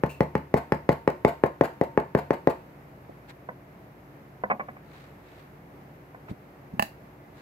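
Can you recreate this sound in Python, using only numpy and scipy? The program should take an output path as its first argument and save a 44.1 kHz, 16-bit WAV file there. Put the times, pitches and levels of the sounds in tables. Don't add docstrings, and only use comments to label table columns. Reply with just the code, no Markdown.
import sys
import numpy as np
from scipy import signal
from scipy.fft import rfft, irfft
from scipy.io import wavfile

SR = 44100
rng = np.random.default_rng(int(sys.argv[2]) if len(sys.argv) > 2 else 0)


def file_out(sig):
    cols = np.atleast_2d(sig).T
    lim = np.clip(cols, -1, 1)
    pcm = np.round(lim * 32767).astype(np.int16)
    wavfile.write(sys.argv[1], SR, pcm)


N = 326781

# (time [s], thump [dB], cover tick [dB], crack [dB], table boom [dB], sticking time [s])
STABS = [(.0358, -6, -6, -7, 3.5, 0.0063), (0.2061, -3.5, -8, -1, 5.5, 0.0035),
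         (.3529, -9.5, -6, -5.5, 2.5, 0.0023), (0.5404, -1.5, -12.5, -1.5, 4, 0.022),
         (0.7214, -7, -3.5, -1, 3.5, 0.0025), (0.8908, -1, -6, 0.5, 4.5, 0.015),
         (1.0763, -3, -3.5, -3.5, -2.5, 0.0032), (1.2484, 1, -7, 2.5, 1.5, 0.024),
         (1.4369, -1, -3, -2, -2.5, 0.0049), (1.6101, 0.5, -6, -1.5, -4, 0.023),
         (1.8121, -3.5, -17, -6, -5.5, 0.0059), (1.9756, -2.5, -2.5, -11, -2.5, 0.0014),
         (2.1497, -2.5, -7.5, -2.5, 4, 0.022), (2.3063, -3.5, -7, -4, -8.5, .013),
         (2.4722, 0, -8, -2.5, -5.5, .015)]


def undb(db):
    return 10 ** (np.asarray(db) / 20)


def seconds(length):
    return np.arange(int(length * SR)) / SR


def add(track, s, sound):
    start = max(int(s * SR), 0)
    count = min(sound.shape[-1], N - start)
    track[..., start:start + count] += sound[..., :count]


def high_pass(x, hz):
    return signal.sosfilt(signal.butter(2, hz, "high", fs=SR, output="sos"), x + 1e-18)


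def colour(x, spectrum):
    hz, db = np.transpose(spectrum)
    bins = np.fft.rfftfreq(x.shape[-1], 1 / SR)
    gain = undb(np.interp(np.log(bins + 1), np.log(hz), db))
    shaped = irfft(rfft(x) * gain, x.shape[-1])
    return shaped / shaped.std()


def diffuse(count, spacing_m=0.17):
    coherence = np.sinc(2 * np.fft.rfftfreq(count, 1 / SR) * spacing_m / 343)
    mid, side = rfft(rng.standard_normal((2, count))) * np.sqrt([1 + coherence, 1 - coherence])
    return irfft(np.array([mid + side, mid - side]), count) / np.sqrt(2)


def ring(modes, t, pitch=1):
    return sum(undb(db - 60 * t / t60) * np.sin(2 * np.pi * hz * pitch * t) for hz, db, t60 in modes)


def burst(spectrum, t, decay_s):
    return colour(rng.standard_normal(len(t)), spectrum) * np.exp(-t / decay_s)


def place(x, pan_db, lag_ms):
    lag = int(round(abs(lag_ms) * SR / 1000))
    far = np.concatenate([np.zeros(lag), x])[:N]
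    return np.array([x, far] if lag_ms > 0 else [far, x]) * undb([[pan_db / 2], [-pan_db / 2]])


def room(x, wet_db, t60_low, t60_high, build_s):
    t = seconds(.6)
    reverb = 0
    spot = 2 * np.pi * 1.3 * np.arange(N) / SR
    for share in np.cos(spot), np.sin(spot):
        noise = diffuse(len(t))
        low = signal.sosfilt(signal.butter(2, 1500, fs=SR, output="sos"), noise)
        high = high_pass(noise, 1150)
        tail = low * undb(-60 * t / t60_low) - high * undb(-60 * t / t60_high)
        tail *= 1 - np.exp(-(t / build_s) ** 2)
        tail /= np.sqrt(np.sum(tail ** 2) / 2)
        reverb += signal.fftconvolve((share * x.mean(0))[None], tail, axes=1)[:, :N]
    return undb(wet_db) * reverb


def air(noise_db=-50):
    # (frequency [Hz], relative level [dB])
    spectrum = [(25, -30), (50, -14), (80, -7.5), (135, -0.5), (230, -6.5), (350, -9), (680, -10),
                (1400, -18), (2100, -20.5), (2800, -29), (3300, -34), (10300, -46), (11500, -33),
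                (15500, -42)]
    # (frequency [Hz], rms level [dB])
    tones = [(59.5, -64), (142, -59.5), (290, -61.5), (361, -63.5)]
    t = np.arange(N) / SR
    knots = np.linspace(0, N / SR, 60)
    *drifts, flicker = [np.interp(t, knots, row) for row in rng.standard_normal((len(tones) + 1, 60))]
    hum = sum(undb(db) * np.sqrt(2) * np.sin(2 * np.pi * hz * t + 1.75 * drift)
              for (hz, db), drift in zip(tones, drifts))
    return colour(diffuse(N), spectrum) * undb(noise_db + .5 * flicker) + hum


def stabs(pitch_spread=0.036, scatter_db=3.5, thump_centre_s=0.00203):
    # (frequency [Hz], relative level [dB], T60 [s])
    cover_modes = [(865, -15.5, 0.028), (1698, -16.5, 0.014)]
    clack_modes = [(1947, -24, 0.012), (2023, -15.5, 0.014)]
    low_modes = [(75.4, -39, 0.41), (137, -39, 0.11), (147.2, -32, 0.28), (176.5, -25, 0.098),
                 (204.5, -28, 0.14), (256.2, -34.5, 0.19)]
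    high_modes = [(363, -46, 0.7), (414, -46, 0.25), (489, -60, 0.68), (560, -58, 0.4), (687, -23.5, 0.16),
                  (867, -24.5, 0.2), (915, -38, 0.54), (913, -26.5, 0.074), (1050, -37, 0.31)]
    # (frequency [Hz], relative level [dB])
    crack_spectrum = [(1200, -4), (2500, -15.5), (3600, 11), (4700, 7.5), (6700, -2), (7800, 0.5),
                      (9700, -13), (12000, 4), (14000, 0), (16000, -3)]
    # (delay [s], gain [ratio])
    echoes = [(.0074, 0.15), (0.0103, -0.072), (0.0142, 0.12)]
    ticks, cover, thumps, cracks, table = np.zeros((5, N))
    t, t_table = seconds(.04), seconds(.4)
    tick = np.exp(-((t - .0004) / .00019) ** 2)
    boom = ring(low_modes, t_table)
    pitches = 1.002 + pitch_spread * rng.standard_normal(len(STABS))
    for (s, thump_db, tick_db, crack_db, boom_db, _), pitch in zip(STABS, pitches):
        add(ticks, s, undb(tick_db - 3.5) * tick)
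        add(cover, s + .0001, undb(tick_db + 0.5) * ring(cover_modes, t, pitch))
        add(cover, s + 0.00046, undb(crack_db - 2) * ring(clack_modes, t, pitch))
        thump_hz = 436 + 6.5 * thump_db
        swing = 2 * np.pi * thump_hz * (t - thump_centre_s)
        add(thumps, s, undb(thump_db + 3.5) * swing * np.exp(-swing ** 2 / 2))
        crack = burst(crack_spectrum, t, decay_s=0.0014) * (1 - np.exp(-t / 0.0017))
        add(cracks, s + 0.00021, undb(crack_db - 25) * crack)
        add(table, s + 0.0026, undb(boom_db) * boom)
        shares_db = scatter_db * rng.standard_normal(len(high_modes))
        knock = sum(undb(db) * ring([mode], t_table) for mode, db in zip(high_modes, shares_db))
        add(table, s + 0.00141, undb(thump_db - 1) * knock)
    direct = place(ticks, pan_db=2.5, lag_ms=.07) + place(cover, pan_db=0.5, lag_ms=.11)
    direct += place(thumps, pan_db=3.5, lag_ms=0.26) + place(cracks, pan_db=1.5, lag_ms=.02)
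    direct = high_pass(direct, hz=105)
    early = direct + place(high_pass(table, hz=76), pan_db=1.0, lag_ms=0.24)
    for delay, gain in echoes:
        add(early, delay, gain * direct * undb([[1.5], [-1.5]]))
    reverb = room(direct, wet_db=-7.0, t60_low=0.18, t60_high=0.3, build_s=0.0036)
    return early + high_pass(reverb, hz=108)


def pulls(pull_after_s=.0235, release_s=.0051, slips_per_s=5000):
    # (frequency [Hz], relative level [dB])
    scratch_spectrum = [(1500, 24.5), (2800, 14), (3400, 1.5), (4500, 10.5), (6500, -13), (7800, 4),
                        (9700, -21), (12000, 8), (14500, 3), (16000, -29)]
    creak_spectrum = [(50, -45), (130, -22), (300, -9), (520, 0), (880, -2), (1300, -14), (2000, -20),
                      (3500, -37)]
    blade_spectrum = [(1800, -29), (2400, -3), (2700, 3.5), (3200, -21), (4500, -16), (5300, -23),
                      (7800, -16), (10000, -16), (14800, -14), (16000, -24)]
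    # (time [s], level [dB], decay [s])
    scrape = (0.091, -40.5, 0.031)
    scratch, creak = np.zeros((2, N))
    t = seconds(.15)
    for s, thump_db, *_, stick_s in STABS:
        slips = (rng.random(len(t)) < slips_per_s / SR) * rng.standard_normal(len(t))
        grip = np.minimum(t / (0.16 * stick_s), 1) * np.exp(-np.maximum(t - stick_s, 0) / release_s)
        scratch_db = -44 + 230 * stick_s
        add(scratch, s + pull_after_s, undb(scratch_db) * grip * colour(slips, scratch_spectrum))
        add(creak, s + pull_after_s, undb(thump_db - 32) * grip * colour(slips, creak_spectrum))
    s, db, decay_s = scrape
    add(scratch, s, undb(db) * burst(blade_spectrum, t, decay_s) * (1 - np.exp(-t / 0.0077)))
    direct = place(scratch, pan_db=4.5, lag_ms=.05) + place(creak, pan_db=3.5, lag_ms=0.29)
    return direct + room(direct, wet_db=-4, t60_low=.24, t60_high=.34, build_s=.005)


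def arm_bumps():
    # (time [s], level [dB], roll-off frequency [Hz])
    bumps = [(3.093, -33, 507), (6.294, -33, 354), (6.31, -28, 303), (6.736, -29, 212), (6.77, -33, 226)]
    thuds, t = np.zeros(N), seconds(0.22)
    for s, db, hz in bumps:
        spectrum = [(40, -24), (120, 0), (hz, -3), (2 * hz, -20), (8 * hz, -55)]
        add(thuds, s, undb(db) * burst(spectrum, t, decay_s=0.011) * (1 - np.exp(-t / 0.0016)))
    return place(thuds, pan_db=0.0, lag_ms=-0.48)


def sleeves(grain_samples=150, grain_db=2.5):
    # (time [s], half length [s], level [dB])
    strokes = [(3.3, 0.016, -46), (4.982, 0.11, -54.5), (5.345, 0.12, -57), (6.302, 0.017, -51.5),
               (7.393, 0.047, -56)]
    # (frequency [Hz], relative level [dB])
    spectrum = [(200, -6), (900, 0), (2100, 0), (3200, -9), (3900, -7), (5500, -19), (8000, -20),
                (10000, -27), (14000, -25)]
    t = np.arange(N) / SR
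    envelope = sum(undb(db) * np.exp(-((t - s) / half) ** 2) for s, half, db in strokes)
    grains = undb(grain_db * rng.standard_normal(N // grain_samples + 1))
    catches = np.repeat(grains, grain_samples)[:N]
    return envelope * colour(catches * diffuse(N), spectrum)


def rocking(landings, s, first_db=-11.5, loss_db=7, gap_s=.095, gap_ratio=.93):
    chatter_s, jitter_s, pitch_spread = .0052, 0.000504, 0.042
    contacts = []
    for k in range(landings):
        for j, (jitter, bend) in enumerate(rng.standard_normal((landings - k, 2))):
            when = s + j * chatter_s + jitter_s * jitter
            contacts.append((when, first_db - k * loss_db, 1 + pitch_spread * bend))
        s += gap_s * gap_ratio ** k
    return contacts


def knife_clatter():
    # (frequency [Hz], relative level [dB], T60 [s])
    modes = [(221, -22.5, 0.13), (580, -15, 0.076), (740, -3.5, 0.021), (836, -8, 0.028), (1073, -1, 0.019),
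             (1420, -10.5, 0.024), (1663, -8.5, 0.028), (1970, -15, 0.057), (2210, -16, 0.055)]
    # (time [s], level [dB], pitch [ratio])
    taps = [(3.4884, -19, .9), (4.4367, -10.5, .9), (6.146, -30, 0.9), (6.284, -32.5, 1.2)]
    ringing, t = np.zeros(N), seconds(.2)
    for s, db, pitch in taps + rocking(landings=4, s=4.501):
        add(ringing, s, undb(db) * ring(modes, t, pitch) * (1 - np.exp(-t / 0.00083)))
    shadowed = signal.sosfilt(signal.butter(4, 2800, fs=SR, output="sos"), ringing)
    direct = place(shadowed, pan_db=-1.2, lag_ms=-.25)
    return direct + room(direct, wet_db=-13, t60_low=0.16, t60_high=0.091, build_s=0.009)


def knocks():
    # (time [s], ring level [dB], crack level [dB])
    blows = [(6.795, -9, -29), (6.8241, -15, -27.5)]
    # (frequency [Hz], relative level [dB], T60 [s])
    modes = [(203, -7.5, 0.035), (659, -14.5, 0.079), (860, 6.5, 0.015), (1036, -2, 0.023),
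             (1774, -2, .018), (1930, -15, 0.016), (2740, -1, 0.014), (2860, -11, 0.017), (4400, -30, .008),
             (8000, -18, 0.014)]
    # (frequency [Hz], relative level [dB])
    spectrum = [(2000, -18), (4500, 4), (6000, -7), (7700, -1.5), (9500, -9), (11500, 2), (14800, -3),
                (16000, 2)]
    body, cracks, t = np.zeros(N), np.zeros(N), seconds(.2)
    for s, ring_db, crack_db in blows:
        add(body, s, undb(ring_db) * ring(modes, t) * (1 - np.exp(-t / 0.001)))
        add(cracks, s, undb(crack_db) * burst(spectrum, t, decay_s=0.0036))
    body = place(body, pan_db=-4.5, lag_ms=-.45)
    cracks = place(cracks, pan_db=-11, lag_ms=-.45)
    airborne = 0.47 * body + cracks
    return body + cracks + room(airborne, wet_db=-5, t60_low=0.24, t60_high=0.24, build_s=0.0037)


def scene():
    return stabs() + pulls() + knife_clatter() + knocks() + arm_bumps() + sleeves() + air()


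def record(dry, ceiling=1.1, top_hz=15600):
    x = high_pass(dry, hz=39.0)
    rounded = x / (1 + (x / ceiling) ** 6) ** (1 / 6)
    return signal.sosfilt(signal.ellip(8, .2, 70, top_hz, fs=SR, output="sos"), rounded)


dry = scene()
out = record(dry)
file_out(out)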